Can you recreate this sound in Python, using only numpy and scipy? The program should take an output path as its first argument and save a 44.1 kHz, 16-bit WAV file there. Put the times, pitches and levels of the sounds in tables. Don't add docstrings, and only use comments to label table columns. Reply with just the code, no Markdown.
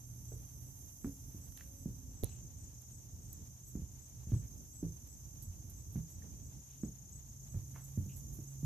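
import sys
import numpy as np
from scipy import signal
from scipy.fft import rfft, irfft, next_fast_len
from scipy.io import wavfile
from scipy.ndimage import uniform_filter1d

SR = 44100
rng = np.random.default_rng(int(sys.argv[2]) if len(sys.argv) > 2 else 0)


def generate_wav(sig):
    pcm = np.round(np.clip(np.atleast_2d(sig).T, -1, 1) * 32767).astype(np.int16)
    wavfile.write(sys.argv[1], SR, pcm)


N = 381465
TIME = np.arange(N) / SR


# start_s, knock_db, knock_centre_hz, boom_hz, boom_db,
# note_hz, note_db, slap_db, heel_db
FOOTFALLS = [(0.319, -43, 404, 127, -57, 430, -52, -72, -60),
             (1.045, -29, 235, 276, -41, 231, -38, -61, -43),
             (1.346, -43, 209, 82, -46, 290, -52, -74, -68),
             (1.858, -30, 205, 120, -45, 171, -37, -85, -62),
             (3.753, -32, 225, 74, -44, 190, -39, -72, -57),
             (3.787, -42, 170, 130, -50, 200, -46, -82, -75),
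             (3.818, -41, 191, 72.6, -47, 135, -46, -80, -72),
             (4.27, -41, 171, 76.5, -41, 125, -48, -79, -72),
             (4.319, -29, 215, 113, -28.5, 160, -40, -68, -56),
             (4.828, -31, 275, 164, -37, 287, -39, -72, -59),
             (5.468, -60, 174, 85, -43, 132, -48, -80, -75),
             (5.957, -29, 163, 158, -38, 218, -35, -68, -55),
             (6.242, -51, 206.7, 162.5, -53, 300, -56, -69, -60),
             (6.834, -28, 225, 122, -42, 215, -34, -69, -51),
             (7.542, -39, 175, 99, -35.5, 366, -52, -68, -60),
             (7.975, -29, 190, 92.2, -34, 131, -32, -75, -62),
             (8.061, -40.5, 180, 140, -60, 190, -52, -84, -73),
             (8.388, -41, 243, 128, -53, 300, -52, -76, -65),
             (8.63, -38, 224, 136, -33.5, 248, -43, -80, -68)]
# mode_hz, level_db, t60_s
PLANK_MODES = [(126, 5.5, 0.38), (163.8, 7, 0.22), (195.3, 5, 0.24), (231.5, 2.5, 0.13), (279.5, 7.5, 0.13),
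               (315.5, 2, 0.19), (373, -1, 0.24), (442, -1.5, 0.2), (495, -4.5, 0.22), (555, 0, 0.13),
               (723, 5, 0.11)]
# freq_hz, level_db
SLAP_SPECTRUM = [(200, 4), (500, 6.5), (800, -4.5), (1500, -11.5), (2400, -15.5), (4000, -35), (9000, -53)]
# freq_hz, level_db
SAG_SPECTRUM = [(22, -44), (46, 3.5), (70, -2), (130, 1.0), (300, -37), (900, -55)]
BOOM_TRIM_DB, SLAP_TRIM_DB = 9.5, 10.5
HEEL_HZ, HEEL_PEAK_S = 1340, 0.00029
NOTE_T60_S, BOOM_T60_S = .15, .22
REBOUND_DB, REBOUND_GAP_S, REBOUND_T60_S = -7, .017, .25
LEFT_LAG_S = .0001

# start_s, level_db, centre_hz, width_octaves, fade_s
SCUFF_EVENTS = [(1.581, -69, 2090, 0.9, 0.02), (2.239, -66, 3990, 0.03, 0.011),
                (2.279, -66, 4020, .03, 0.0066), (2.24, -67.5, 3400, 0.82, 0.018),
                (2.302, -71, 2820, 0.26, 0.02), (4.299, -69.5, 3000, 0.83, 0.0079),
                (4.415, -76.5, 1900, 0.44, 0.017), (5.959, -70, 1850, 0.25, 0.0056),
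                (6.68, -76.5, 3000, .6, 0.041), (7.741, -66, 1880, 0.3, 0.016),
                (7.747, -63, 910, 0.64, 0.02), (8.088, -69.5, 2720, 0.21, 0.017)]
# start_s, ring_db, ring_hz, fade_s, click_db
RINGING_CLICKS = [(1.0508, -53, 1300, .0003, -64), (1.523, -72, 1800, 0.00044, -57),
                  (1.576, -58, 1770, 0.00071, -45.5), (1.594, -64, 1750, .0005, -58),
                  (1.598, -66, 1750, .0005, -54), (1.6093, -46.5, 1810, 0.00072, -49),
                  (1.62, -63, 1860, 0.00065, -57), (2.2357, -42.5, 3670, 0.00038, -42),
                  (2.294, -64, 764, 0.00061, -59), (4.3452, -55, 880, 0.00062, -69),
                  (6.2207, -59, 1800, 0.0018, -63), (7.7611, -45, 1095, .0005, -64)]
# freq_hz, level_db
RINGING_CLICK_SPECTRUM = [(500, -10), (2200, 0), (3200, -7), (4500, 0), (6500, -8), (14000, -10)]
OVERTONE_RATIO, OVERTONE_DB = 1.235, -12

# start_s, level_db, fade_s
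TOUCHES = [(0.791, -51, 0.0013), (1.5225, -50, 0.0008), (1.5737, -45, 0.00098), (2.8189, -54, 0.0019),
           (3.3291, -48, 0.0033), (3.669, -63.5, 0.066), (5.071, -61, 0.0091), (5.4225, -52.5, 0.017),
           (5.697, -60, 0.016), (5.92, -62.5, 0.051), (6.094, -64, 0.041), (7.841, -60, 0.015),
           (8.162, -55.5, 0.026), (8.33, -58.5, 0.038)]
# freq_hz, level_db
TOUCH_SPECTRUM = [(1000, -54), (4000, -11), (8000, -1.5), (10000, 2.5), (11700, 15.5), (14500, 4.5)]
# start_s, click_db, tilt_db_per_octave, thump_db,
# thump_hz, thump_pan_db
BODY_KNOCKS = [(2.2303, -56, -3, -35, 250, 2), (2.2342, -64, 0, -28, 72, -18),
               (2.2357, -29, -3.5, -27.5, 370, 9), (2.2437, -19.5, 3.5, -29, 85, -20)]
# freq_hz, level_db
BODY_CLICK_SPECTRUM = [(300, -14), (900, -24), (1500, -31), (2600, -23), (3800, -14), (8000, -11),
                       (11500, 1), (14500, 0)]
# freq_hz, level_db
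RATTLE_SPECTRUM = [(100, -17), (350, 7), (650, -1), (1000, -10), (1800, -30), (5000, -60)]
TOUCH_TRIM_DB, CLICK_TRIM_DB, HANDLING_PAN_DB = 7.0, -2.5, -15

# time_s, wing_tone_hz, level_db
NEAR_TRILL = [(2.35, 6700, -64), (3.6, 6725, -65.5), (4.3, 6700, -68.5), (5.6, 6700, -70), (6.3, 6730, -66),
              (7.1, 6690, -63.5), (7.45, 6640, -64.5), (7.9, 6710, -67), (8.6, 6720, -63)]
NEAR_ENTERS_S, NEAR_STROKES_PER_S, NEAR_FALL_HZ, NEAR_PAN_DB = 2.31, 28.9, 139, 15
# wing_tone_hz, enters_s, strokes_per_s, stroke_fall_hz, level_db, pan_db
FAR_TRILLS = [(6290, -3, 25, 170, -69.5, 0.5), (6265, 0, 38.5, 110, -72, 0), (6920, 5, 41, 250, -73, 0),
              (7164, -1, 42, 150, -73, 3.5), (5980, -3, 27.9, 80, -74, -3.5),
              (6140, -1, 32.5, 170, -73.5, -1.5), (5793, -3, 24.5, 80, -77.5, -4.5),
              (6600, -3, 31, 130, -74.5, 9), (7120, -5, 34, 200, -83, 3.5), (7200, 9, 35, 300, -75, 4)]
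# time_s, gain_db
FAR_GAIN = [(0, 2.5), (2.2, 0.5), (3, -2), (5, 1), (6.95, -1.5), (7.2, -2), (7.7, 0), (8.4, 2), (8.65, 2)]
NEAR_UNEVEN_SHARE, FAR_UNEVEN_SHARE = .015, .05
WARM_UP_DB_PER_S = 78
WANDER_HZ, WANDER_DB = 12, 1

# start_s, level_db
LEFT_CHIRP_EVENTS = [(0.268, -66), (0.645, -73), (0.996, -69), (1.401, -68), (1.772, -69), (2.137, -68),
                     (2.284, -66), (2.594, -72), (2.912, -68), (3.277, -68), (3.637, -66), (3.987, -69),
                     (4.333, -67), (4.725, -60), (5.076, -64.5), (5.411, -66), (5.751, -68), (6.083, -69),
                     (6.411, -73), (6.805, -68), (7.117, -62), (7.471, -68), (7.795, -66), (8.118, -67),
                     (8.462, -68)]
# start_s, level_db
RIGHT_CHIRP_EVENTS = [(2.287, -73), (2.569, -69), (2.884, -69), (3.209, -71), (3.602, -76), (4.022, -77)]
LEFT_HZ, LEFT_PAN_DB = 7800, 14
RIGHT_HZ, RIGHT_PAN_DB = 8490, -5
CHIRP_S, CHIRP_STROKES_PER_S, CHIRP_FALL_HZ, CHIRP_RAMP_S = .08, 103, 300, .022
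CHIRP_SPREAD_HZ = 10

# freq_hz, level_db
CHORUS_SPECTRUM = [(3000, -89), (4700, -17), (5250, -13), (5500, -6), (5750, -5), (6250, 3.5), (6600, -2),
                   (7000, -10.5), (7500, -7), (8100, -12.5), (9200, -15.5), (11000, -38.5)]
# freq_hz, level_db
HISS_SPECTRUM = [(2000, -53), (5000, -35), (8500, -10.5), (10300, -4), (11300, 0), (11900, 3.5),
                 (12600, 0.5), (14500, -3)]
# time_s, level_db
HISS_LEVEL = [(0.0, -66.5), (0.38, -65), (0.7, -64), (1.71, -65), (2.31, -71), (2.94, -69.5), (4.31, -69.5),
              (4.55, -67.5), (7.2, -70), (7.66, -67), (7.93, -65.5), (8.65, -67)]
HISS_TRIM_DB = 5.5

# freq_hz, level_db
RUMBLE_SPECTRUM = [(15, -50), (28, -24.5), (50, 1), (85, 2), (125, -1), (170, -10), (280, -16.5),
                   (400, -26.5), (700, -38), (2000, -59.5)]
# time_s, level_db
RUMBLE_LEVEL = [(0, -53), (.6, -50), (.9, -53.5), (1.9, -52.5), (2.1, -50), (2.35, -52.5), (3.0, -53),
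                (4.0, -53.5), (4.45, -49.5), (4.8, -52.5), (6.3, -50.5), (6.9, -56), (8.2, -50),
                (8.65, -53)]
# freq_hz, level_db
WASH_SPECTRUM = [(100, -2.5), (400, -5.5), (800, -1), (1300, -9.5), (2200, -11.5), (4000, -10.5),
                 (9000, -30), (14500, -41)]
# time_s, hum_hz, level_db
ENGINES = [
    [(0, 120.1, -54.5), (.4, 119.5, -50.5), (.8, 115.8, -76), (3, 120.5, -61.5), (7.1, 135.9, -63),
     (7.6, 135.1, -54), (8.65, 135.3, -47.5)],
    [(1.4, 550, -100), (1.7, 556, -76), (1.85, 570, -81), (2.2, 552, -100)],
    [(.6, 262.7, -82), (1.2, 261.5, -69.5), (1.7, 269.3, -71), (2.1, 256.5, -62.5), (2.5, 262, -87)],
]
RUMBLE_TRIM_DB = -0.5
LULL_DB, LULL_LEAD_S, LULL_WIDTH_S, FIRM_DB = -2.5, 0.14, 0.056, -38
EDGE_HZ = 14650


def footsteps():
    out, t = np.zeros((2, N)), np.arange(SR // 2) / SR
    hz, db, t60 = np.transpose(PLANK_MODES)[:, :, None]
    for s, knock_db, centre_hz, boom_hz, boom_db, note_hz, note_db, slap_db, heel_db in FOOTFALLS:
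        shove = -np.sin(2 * np.pi * centre_hz * t) * swell(t, .8 / centre_hz) ** 2
        weight = amp(db - 8.4 * np.log2(hz / centre_hz) ** 2)
        tuned_hz = hz * (1 + 0.019 * rng.standard_normal(hz.shape))
        modes = weight * amp(-60 * t / t60) * np.sin(2 * np.pi * tuned_hz * t)
        ring = modes.sum(0)
        knock = -ring / abs(ring).max() * (1 - np.exp(-t / 0.0015))
        note = -np.sin(2 * np.pi * note_hz * t) * amp(-60 * t / NOTE_T60_S) * (1 - np.exp(-t / 0.011))
        boom = np.sin(2 * np.pi * boom_hz * t) * amp(-60 * t / BOOM_T60_S) * (1 - np.exp(-t / 0.014))
        sag = colour(pair(0.91, len(t)), SAG_SPECTRUM) * swell(t, 0.023)
        slap_shape = swell(t, 0.0018) + amp(-6.5) * swell(t, 0.017)
        slap = colour(pair(0.31, len(t)), SLAP_SPECTRUM) * slap_shape
        heel = -np.sin(2 * np.pi * HEEL_HZ * t) * swell(t, HEEL_PEAK_S)
        planks = amp(knock_db) * (amp(-3) * shove + knock)
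        deck = planks + amp(note_db) * note + amp(boom_db + BOOM_TRIM_DB) * (boom + amp(-15) * sag)
        add(out, s, deck + amp(slap_db + SLAP_TRIM_DB) * slap + amp(heel_db) * heel)
        for k, (slip, side) in enumerate(rng.uniform(-0.99, 1, size=(4, 2)), 1):
            late_s = REBOUND_GAP_S * (k + .5 * slip)
            rebound_db = knock_db + REBOUND_DB - 60 * late_s / REBOUND_T60_S
            add(out, s + late_s, amp(rebound_db) * knock * sides(8 * side))
    return underfoot(out) * sides(-2.4)


def scuffs():
    out, t = np.zeros((2, N)), np.arange(SR // 4) / SR
    octaves = np.linspace(-4, 4, 161)
    for s, db, hz, width, fade in SCUFF_EVENTS:
        grit = pair(0.94, len(t)) * amp(5 * np.minimum(rng.exponential(1, len(t)), 5))
        band = np.transpose([hz * 2 ** octaves, -20 * np.log10(1 + (octaves / width) ** 2)])
        add(out, s, amp(db) * colour(grit, band) * swell(t, fade))
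    return reeds(out, t60=.2, wet=.45) * sides(-1)


def ringing_clicks():
    out, t = np.zeros((2, N)), np.arange(SR // 16) / SR
    for s, ring_db, hz, fade, click_db in RINGING_CLICKS:
        click = colour(pair(.8, len(t)), RINGING_CLICK_SPECTRUM) * np.exp(-t / .0007)
        overtone = np.sin(2 * np.pi * OVERTONE_RATIO * hz * t)
        ring = (np.sin(2 * np.pi * hz * t) + amp(OVERTONE_DB) * overtone) * swell(t, fade)
        add(out, s, amp(ring_db) * ring + amp(click_db) * click)
    return reeds(out, t60=.15, wet=.4) * sides(-3.5)


def handling():
    out, t = np.zeros((2, N)), np.arange(SR // 4) / SR
    for s, db, fade in TOUCHES:
        grains = pair(.3, len(t)) * amp(3 * np.minimum(rng.exponential(1, len(t)), 4))
        shape = np.exp(-t / fade) * (1 - np.exp(-20 * t / fade))
        touch = colour(grains, TOUCH_SPECTRUM) * shape
        add(out, s, amp(db + TOUCH_TRIM_DB) * touch * sides(HANDLING_PAN_DB))
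    for s, click_db, tilt, thump_db, thump_hz, pan_db in BODY_KNOCKS:
        tilted = [(hz, db + tilt * np.log2(hz)) for hz, db in BODY_CLICK_SPECTRUM]
        click_shape = swell(t, .0002) + amp(-31) * np.exp(-t / .012)
        click = colour(pair(.2, len(t)), tilted) * click_shape
        thump = -np.sin(2 * np.pi * thump_hz * t) * swell(t, 0.37 / thump_hz)
        rattle = colour(pair(0.56, len(t)), RATTLE_SPECTRUM) * np.exp(-t / 0.026)
        body = amp(thump_db) * (thump * sides(pan_db) + amp(-29.0) * rattle)
        add(out, s, amp(click_db + CLICK_TRIM_DB) * click * sides(HANDLING_PAN_DB) + body)
    return out


def trills():
    hz, db = follow(NEAR_TRILL)
    near = trill(hz, NEAR_ENTERS_S, NEAR_STROKES_PER_S, NEAR_FALL_HZ, db, NEAR_PAN_DB,
                 blur_hz=18.5, uneven=NEAR_UNEVEN_SHARE)
    far = sum(trill(*row, blur_hz=44.93, uneven=FAR_UNEVEN_SHARE) for row in FAR_TRILLS)
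    far = far * amp(follow(FAR_GAIN)[0])
    return reeds(near, t60=.06, wet=.35) + reeds(far, t60=.12, wet=2.4)


def trill(hz, enters_s, strokes_per_s, fall_hz, db, pan_db, blur_hz, uneven):
    rate = strokes_per_s * (1 + 0.013 * drift(3.13) + uneven * drift(25.3))
    stroke = np.cumsum(rate) / SR % 1
    closing = np.minimum(stroke / .55, 1)
    pitch_hz = hz + WANDER_HZ * drift(.6) + fall_hz * (.5 - closing) + blur_hz * drift(79.0)
    tone = unit(np.sin(np.pi * closing) * np.sin(2 * np.pi * np.cumsum(pitch_hz) / SR))
    warm_up_db = WARM_UP_DB_PER_S * np.minimum(TIME - enters_s, 0)
    level_db = db + warm_up_db + WANDER_DB * drift(0.78) + 1.84 * drift(8.2)
    return tone * amp(level_db) * sides(pan_db)


def chirps():
    left = chirper(LEFT_CHIRP_EVENTS, LEFT_HZ, LEFT_PAN_DB)
    right = chirper(RIGHT_CHIRP_EVENTS, RIGHT_HZ, RIGHT_PAN_DB)
    return reeds(left + right, t60=.06, wet=.5)


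def chirper(rows, hz, pan_db):
    out = np.zeros((2, N))
    for s, db in rows:
        t = np.arange(0, CHIRP_S * rng.uniform(.92, 1.2), 1 / SR)
        stroke = t * CHIRP_STROKES_PER_S * (1 + 0.029 * rng.standard_normal()) % 1
        wobble, force = uniform_filter1d(rng.standard_normal((2, len(t))), size=120)
        note_hz = hz + CHIRP_SPREAD_HZ * rng.standard_normal()
        pitch_hz = note_hz + CHIRP_FALL_HZ * (.2 - stroke ** 3) + 75 * unit(wobble)
        tone = np.sin(np.pi * stroke) * np.sin(2 * np.pi * np.cumsum(pitch_hz) / SR)
        rise = np.minimum(.3 + t / CHIRP_RAMP_S, 1)
        shape = rise * signal.windows.tukey(len(t), .3) * amp(unit(force))
        add(out, s, amp(db) * unit(tone * shape) * sides(pan_db))
    return out


def marsh():
    chorus_db = -63.0 + .5 * drift(1.4) + 0.82 * drift(54)
    chorus = colour(pair(0.014, N), CHORUS_SPECTRUM) * amp(chorus_db) * sides(0.083)
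    hiss_db = follow(HISS_LEVEL)[0] + HISS_TRIM_DB + .5 * drift(22)
    hiss = colour(pair(0.061, N), HISS_SPECTRUM) * amp(hiss_db) * sides(-12.5)
    return chorus + hiss


def air():
    rumble_db = follow(RUMBLE_LEVEL)[0] + lulls() + RUMBLE_TRIM_DB + 2 * drift(10.5)
    rumble = colour(pair(0.86, N), RUMBLE_SPECTRUM) * amp(rumble_db)
    wash = colour(pair(0.039, N), WASH_SPECTRUM) * amp(-74.0 + 1.65 * drift(21.0))
    hum = np.zeros(N)
    for engine in ENGINES:
        hz, db = follow(engine)
        turns = np.cumsum(hz * (1 + 0.008 * drift(6.7))) / SR
        hum += np.sqrt(2) * np.sin(2 * np.pi * turns) * amp(db + 0.4 * drift(13))
    return underfoot(rumble + hum) * sides(-3.0) + wash * sides(0.011)


def lulls():
    firm_s = [s for s, knock_db, *_ in FOOTFALLS if knock_db > FIRM_DB]
    return LULL_DB * sum(np.exp(-((TIME - s + LULL_LEAD_S) / LULL_WIDTH_S) ** 2) for s in firm_s)


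def underfoot(x):
    return np.array([np.interp(TIME - LEFT_LAG_S, TIME, x[0]), x[1]])


def reeds(x, t60, wet):
    t = np.arange(SR // 2) / SR
    tail = rng.standard_normal((2, len(t))) * amp(-60 * t / t60)
    echo = signal.fftconvolve(x, tail / np.linalg.norm(tail[0]), axes=1)[:, :N]
    return (x + wet * echo) / np.sqrt(1 + wet ** 2)


def amp(db):
    return 10 ** (np.asarray(db) / 20)


def unit(x):
    return x / np.sqrt(np.mean(x ** 2) + 1e-20)


def sides(db):
    return unit(amp([[db / 2], [-db / 2]]))


def follow(rows):
    s, *columns = np.transpose(rows)
    return [np.interp(TIME, s, c) for c in columns]


def colour(x, spectrum):
    hz, db = np.transpose(spectrum)
    size = next_fast_len(x.shape[-1])
    f = np.fft.rfftfreq(size, 1 / SR)
    gain = amp(np.interp(np.log(f + 1), np.log(hz), db))
    return unit(irfft(rfft(x, size) * gain, size)[..., :x.shape[-1]])


def drift(per_s):
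    step = 64
    f = np.fft.rfftfreq(N // step, step / SR)
    slow = irfft(rfft(rng.standard_normal(N // step)) * np.exp(-(f / per_s) ** 2))
    return unit(np.interp(TIME, np.arange(len(slow)) * step / SR, slow))


def pair(likeness, size):
    shared, c = rng.standard_normal(size), np.clip(likeness, 0, 1)
    return np.sqrt(c) * shared + np.sqrt(1 - c) * rng.standard_normal((2, size))


def swell(t, fade):
    return t / fade * np.exp(1 - t / fade)


def add(mix, s, sound):
    part = mix[:, max(round(s * SR), 0):][:, :sound.shape[-1]]
    part += sound[..., :part.shape[1]]


def scene():
    walker = footsteps() + scuffs() + ringing_clicks() + handling()
    return walker + trills() + chirps() + marsh() + air()


def record(dry):
    lowpass = signal.firwin(511, EDGE_HZ, window=("kaiser", 9), fs=SR)
    return signal.oaconvolve(dry, lowpass[None], "same", axes=1)


dry = scene()
out = record(dry)
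generate_wav(out)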